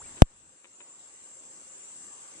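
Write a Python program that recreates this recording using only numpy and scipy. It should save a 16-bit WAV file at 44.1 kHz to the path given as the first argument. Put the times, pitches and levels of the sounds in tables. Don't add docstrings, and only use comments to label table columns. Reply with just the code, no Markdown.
import sys
import numpy as np
from scipy import signal
from scipy.fft import rfft, irfft, next_fast_len
from scipy.io import wavfile
from scipy.ndimage import uniform_filter1d, map_coordinates

SR = 44100
rng = np.random.default_rng(int(sys.argv[2]) if len(sys.argv) > 2 else 0)


def log_audio(samples):
    frames = np.atleast_2d(samples).T
    limited = np.clip(frames, -1, 1)
    pcm = np.round(limited * 32767).astype(np.int16)
    wavfile.write(sys.argv[1], SR, pcm)


def attenuation_scalar(level_db):
    decades = np.asarray(level_db, float) / 20
    return 10 ** decades


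N = 105840

# pitch in Hz, width in Hz, level in dB, clicks per second, swell in dB.
CHOIR_ROWS = [(7496, 580, -50, 6100, 1.4), (7848, 930, -52, 2800, -1.54), (6300, 200, -62, 1600, -0.2),
              (8980, 220, -61.5, 2200, 1.5), (5866, 150, -69, 900, 0.5), (5100, 70, -74.5, 900, 1.5),
              (2810, 110, -72.5, 1100, 0.5), (1180, 70, -73, 350, 2.5), (530, 50, -74.5, 730, 3)]
# start in seconds, length in seconds, pitch in Hz, width in Hz, level in dB.
CRICKET_TRILL = (1.36, 0.03, 4403.5, 236, -59)
# frequency in Hz, level in dB per Hz.
FAR_INSECTS = [(4800, -120), (5500, -11), (6800, -0.5), (8400, -2), (9300, -6), (9700, -39.5), (16000, -42)]
# start in seconds, length in seconds, level in dB.
CICADA_PHRASES = [
    (-.3, 0.36, -46.5),
    (.68, 0.41, -46.5),
    (1.66, 0.34, -50.5),
    (2.3, .3, -55),
]
# time in seconds, level in dB.
RIVER_FLOW = [(0, -57.5), (.2, -54.5), (0.601, -57), (1.2, -57), (1.701, -59.5), (2.4, -58)]
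# frequency in Hz, level in dB per Hz.
RIVER_COLOUR = [(25, -30), (60, -13.5), (117, -9), (341, -1.5), (520, -6), (1080, -5), (3300, -11),
                (5400, -12.5), (7000, -32.5), (9000, -120)]
# start in seconds, length in seconds, first pitch in Hz, last pitch in Hz, level in dB.
BUBBLE_POPS = [
    (-.005, 0.037, 780, 2220, -51),
    (0.041, 0.015, 2310, 2410, -56.5),
    (0.055, .02, 2525, 2900, -60),
    (0.059, 0.0081, 654, 700, -58),
    (0.28, 0.013, 1450, 1930, -58),
    (0.308, 0.15, 3430, 3530, -65),
    (0.732, 0.022, 2750, 2880, -60),
]
# frequency in Hz, level in dB per Hz.
BREEZE_COLOUR = [(15, -8.5), (40, -7), (85, 0.5), (200, -9), (500, -19.5), (900, -120)]
# start in seconds, level in dB, pulse gap in seconds, each gap holding three pulses.
FROG_CLICKS = [
    (0.169, -36.5, .0042),
    (0.6439, -26, 0.0048),
    (0.8044, -27, .0039),
]
# pitch in Hz, width in Hz, level in dB.
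FROG_THROAT = [(360, 60, 2), (570, 50, 2.5), (990, 110, -0.5), (1650, 200, -1.5), (2122, 200, 0.5),
               (2600, 150, 6.5), (2900, 220, 2), (3640, 350, 0)]
# strength relative to full scale, time constant in ms.
DROP_PUSHES = [
    [(-477, .0999), (-85.51, 2.6407), (66.47, 6.0543)],
    [(23.58, 1.4809), (-77.79, 3.2183), (67.08, 6.9247)],
]
# frequency in Hz, correlation from -1 to 1.
STEREO_LIKENESS = [(60, 0.75), (270, 0.99), (740, .65), (1300, -0.11), (2000, 0), (3500, -.15),
                   (6000, -.05), (9000, -0.42)]
# frequency in Hz, left over right in dB.
STEREO_BALANCE = [(60, 0), (500, 0.5), (9000, 2.5)]

HALF_EACH = np.array([[0.5], [-0.5]])
DROP_S = 0.220398


def unit(x):
    return x / np.sqrt(np.mean(x ** 2) + 1e-20)


def along(points, hz):
    f, v = np.transpose(points)
    return np.interp(np.log(hz + 1), np.log(f + 1), v)


def wobble(rate):
    knots = rng.standard_normal(int(N * 200 / SR) + 9)
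    return map_coordinates(knots, [np.arange(N) * min(rate, 200) / SR])


def filtered(x, response):
    m = next_fast_len(N + SR // 2)
    return irfft(rfft(x, m) * response(np.fft.rfftfreq(m, 1 / SR)), m)[..., :N]


def peak(f, hz, width_hz):
    return 1j * f * width_hz / (hz * hz - f * f + 1j * f * width_hz)


def swell(start, length, edge):
    t = np.arange(N) / SR
    to_nearest_end = np.minimum(t - start, start + length - t)
    return np.sin(np.pi / 2 * np.clip(to_nearest_end / edge, 0, 1)) ** 2


def spread(pair):
    def shares(hz):
        turn = np.arccos(np.clip(along(STEREO_LIKENESS, hz), -1, 1)) / 2
        return np.array([np.cos(turn), np.sin(turn)])

    mid, side = filtered(pair, shares)
    ears = np.array([mid + side, mid - side])
    return filtered(ears, lambda hz: attenuation_scalar(along(STEREO_BALANCE, hz) * HALF_EACH))


def rush(spectrum, patchy_db):
    z = signal.stft(rng.standard_normal((2, N)), nperseg=512)[2]
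    field = uniform_filter1d(rng.standard_normal(z.shape[1:]), 5, 0)
    field = uniform_filter1d(field, 10, 1)
    pair = signal.istft(z * attenuation_scalar(patchy_db * unit(field)), nperseg=512)[1][:, :N]
    return unit(filtered(pair, lambda hz: attenuation_scalar(along(spectrum, hz))))


def choir(hz, width_hz, rate):
    clicks = (rng.random((2, N)) < rate / SR) * rng.standard_normal((2, N))
    return unit(filtered(clicks, lambda f: peak(f, hz, width_hz) ** 2 / (1 + (f / 9400) ** 80)))


def insects():
    out = np.zeros((2, N))
    for hz, width_hz, db, rate, swell_db in CHOIR_ROWS:
        level_db = db + swell_db * (wobble(5) + 0.6 * wobble(30))
        out += attenuation_scalar(level_db) * choir(hz, width_hz, rate)
    start, length, hz, width_hz, db = CRICKET_TRILL
    trill = attenuation_scalar(db) * swell(start, length, 0.093) * choir(hz, width_hz, rate=2700)
    haze = attenuation_scalar(-59.5) * rush(FAR_INSECTS, patchy_db=-2.5)
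    return out + trill + haze


def cicada():
    start_hz, end_hz, body_hz, blur_hz = 7130, 7330, 64.8, 30.13
    t, out = np.arange(N) / SR, np.zeros((2, N))
    lines = 7058 + 131 * np.arange(4)[:, None]
    blur = np.array([[wobble(blur_hz) + 1j * wobble(blur_hz) for _ in lines] for _ in range(2)])
    buzz = (blur * np.exp(2j * np.pi * lines * t)).real
    for start, length, db in CICADA_PHRASES:
        hz = start_hz + (end_hz - start_hz) * np.clip((t - start) / (1.01 * length), 0, 1)
        lit = np.exp(-((lines - hz) / body_hz) ** 2 / 2)
        out += attenuation_scalar(db) * swell(start, length, 0.056) * np.sum(buzz * lit, axis=1)
    return out


def bubbles():
    t, pops = np.arange(N) / SR, np.zeros(N)
    for start, length, low_hz, high_hz, db in BUBBLE_POPS:
        climb = np.clip((t - start) / length, 0, 1) ** 2.0
        hz = low_hz * (high_hz / low_hz) ** climb
        pops += attenuation_scalar(db) * swell(start, length, 0.33 * length) * np.sin(2 * np.pi * np.cumsum(hz) / SR)
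    return pops * attenuation_scalar([[1], [-1]])


def river():
    s, db = np.transpose(RIVER_FLOW)
    level_db = np.interp(np.arange(N) / SR, s, db) + 0.7 * wobble(3) + 0.23 * wobble(14)
    return spread(attenuation_scalar(level_db) * rush(RIVER_COLOUR, patchy_db=2)) + bubbles()


def breeze():
    ends_s = 0.56
    level = attenuation_scalar(-63 + 2 * wobble(8.6)) * swell(-1, 1 + ends_s, 0.02)
    return spread(level * rush(BREEZE_COLOUR, patchy_db=-2.0))


def throat(f):
    total = sum((-1) ** k * attenuation_scalar(db) * peak(f, hz, width_hz)
                for k, (hz, width_hz, db) in enumerate(FROG_THROAT))
    return total / (1 + 1j * f / 5000) ** 3


def frog():
    pulse_fade_db, lag_s, pan_db = 3, 0.00014, 7.5
    bank_db, bank_t60 = -1, 0.07
    pulses = np.zeros(N)
    k = np.arange(9) / 3
    for start, db, gap in FROG_CLICKS:
        jitter, size = rng.standard_normal((2, 9))
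        when = start + gap * (k + 0.12 * jitter * (k > 0))
        pulses[np.round(when * SR).astype(int)] = attenuation_scalar(db + 16.5 - pulse_fade_db * k) * size
    call = filtered(pulses, throat)
    near = filtered(call, lambda f: np.exp(2j * np.pi * f * lag_s * HALF_EACH)) * attenuation_scalar(pan_db * HALF_EACH)
    t = np.arange(SR // 4) / SR
    tail = rng.standard_normal((2, len(t))) * attenuation_scalar(-60 * t / bank_t60)
    echo = signal.fftconvolve(call[None], tail / np.linalg.norm(tail[0]), axes=1)[:, :N]
    return near + attenuation_scalar(bank_db) * spread(filtered(echo, lambda f: 1 / (1 + 1j * f / 2000)))


def drop():
    rise_ms, rail = 0.344, 89.2
    ms = np.clip(np.arange(N) / SR - DROP_S, 0, None) * 1e3
    push = np.array([sum(a * np.exp(-ms / tau) for a, tau in port) for port in DROP_PUSHES])
    push = push * (1 - np.exp(-(ms / rise_ms) ** 2))
    x = push / (1 + np.abs(push / rail) ** 6) ** (1 / 6)
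    for corner_hz in (208, 213.4):
        x = signal.lfilter(*signal.bilinear([1, 0], [1, 2 * np.pi * corner_hz], SR), x)
    late_sag = 0.0025 * (ms / 11) ** 3 * np.exp(-ms / 11)
    return x - late_sag


def scene():
    duck_db, climb_db_per_s, grab_s = 13, 9, 0.002
    after = np.arange(N) / SR - DROP_S
    gain_db = -np.clip(duck_db - climb_db_per_s * after, 0, None) * np.clip(after / grab_s, 0, 1)
    forest = spread(insects() + cicada()) + river() + breeze() + frog()
    return attenuation_scalar(gain_db) * forest + drop()


def band_limit(x):
    return signal.sosfilt(signal.butter(12, 16190, fs=SR, output="sos"), x)


def record(dry):
    clipped = dry / (1 + np.abs(dry) ** 11) ** (1 / 11)
    return band_limit(clipped)


dry = scene()
out = record(dry)
log_audio(out)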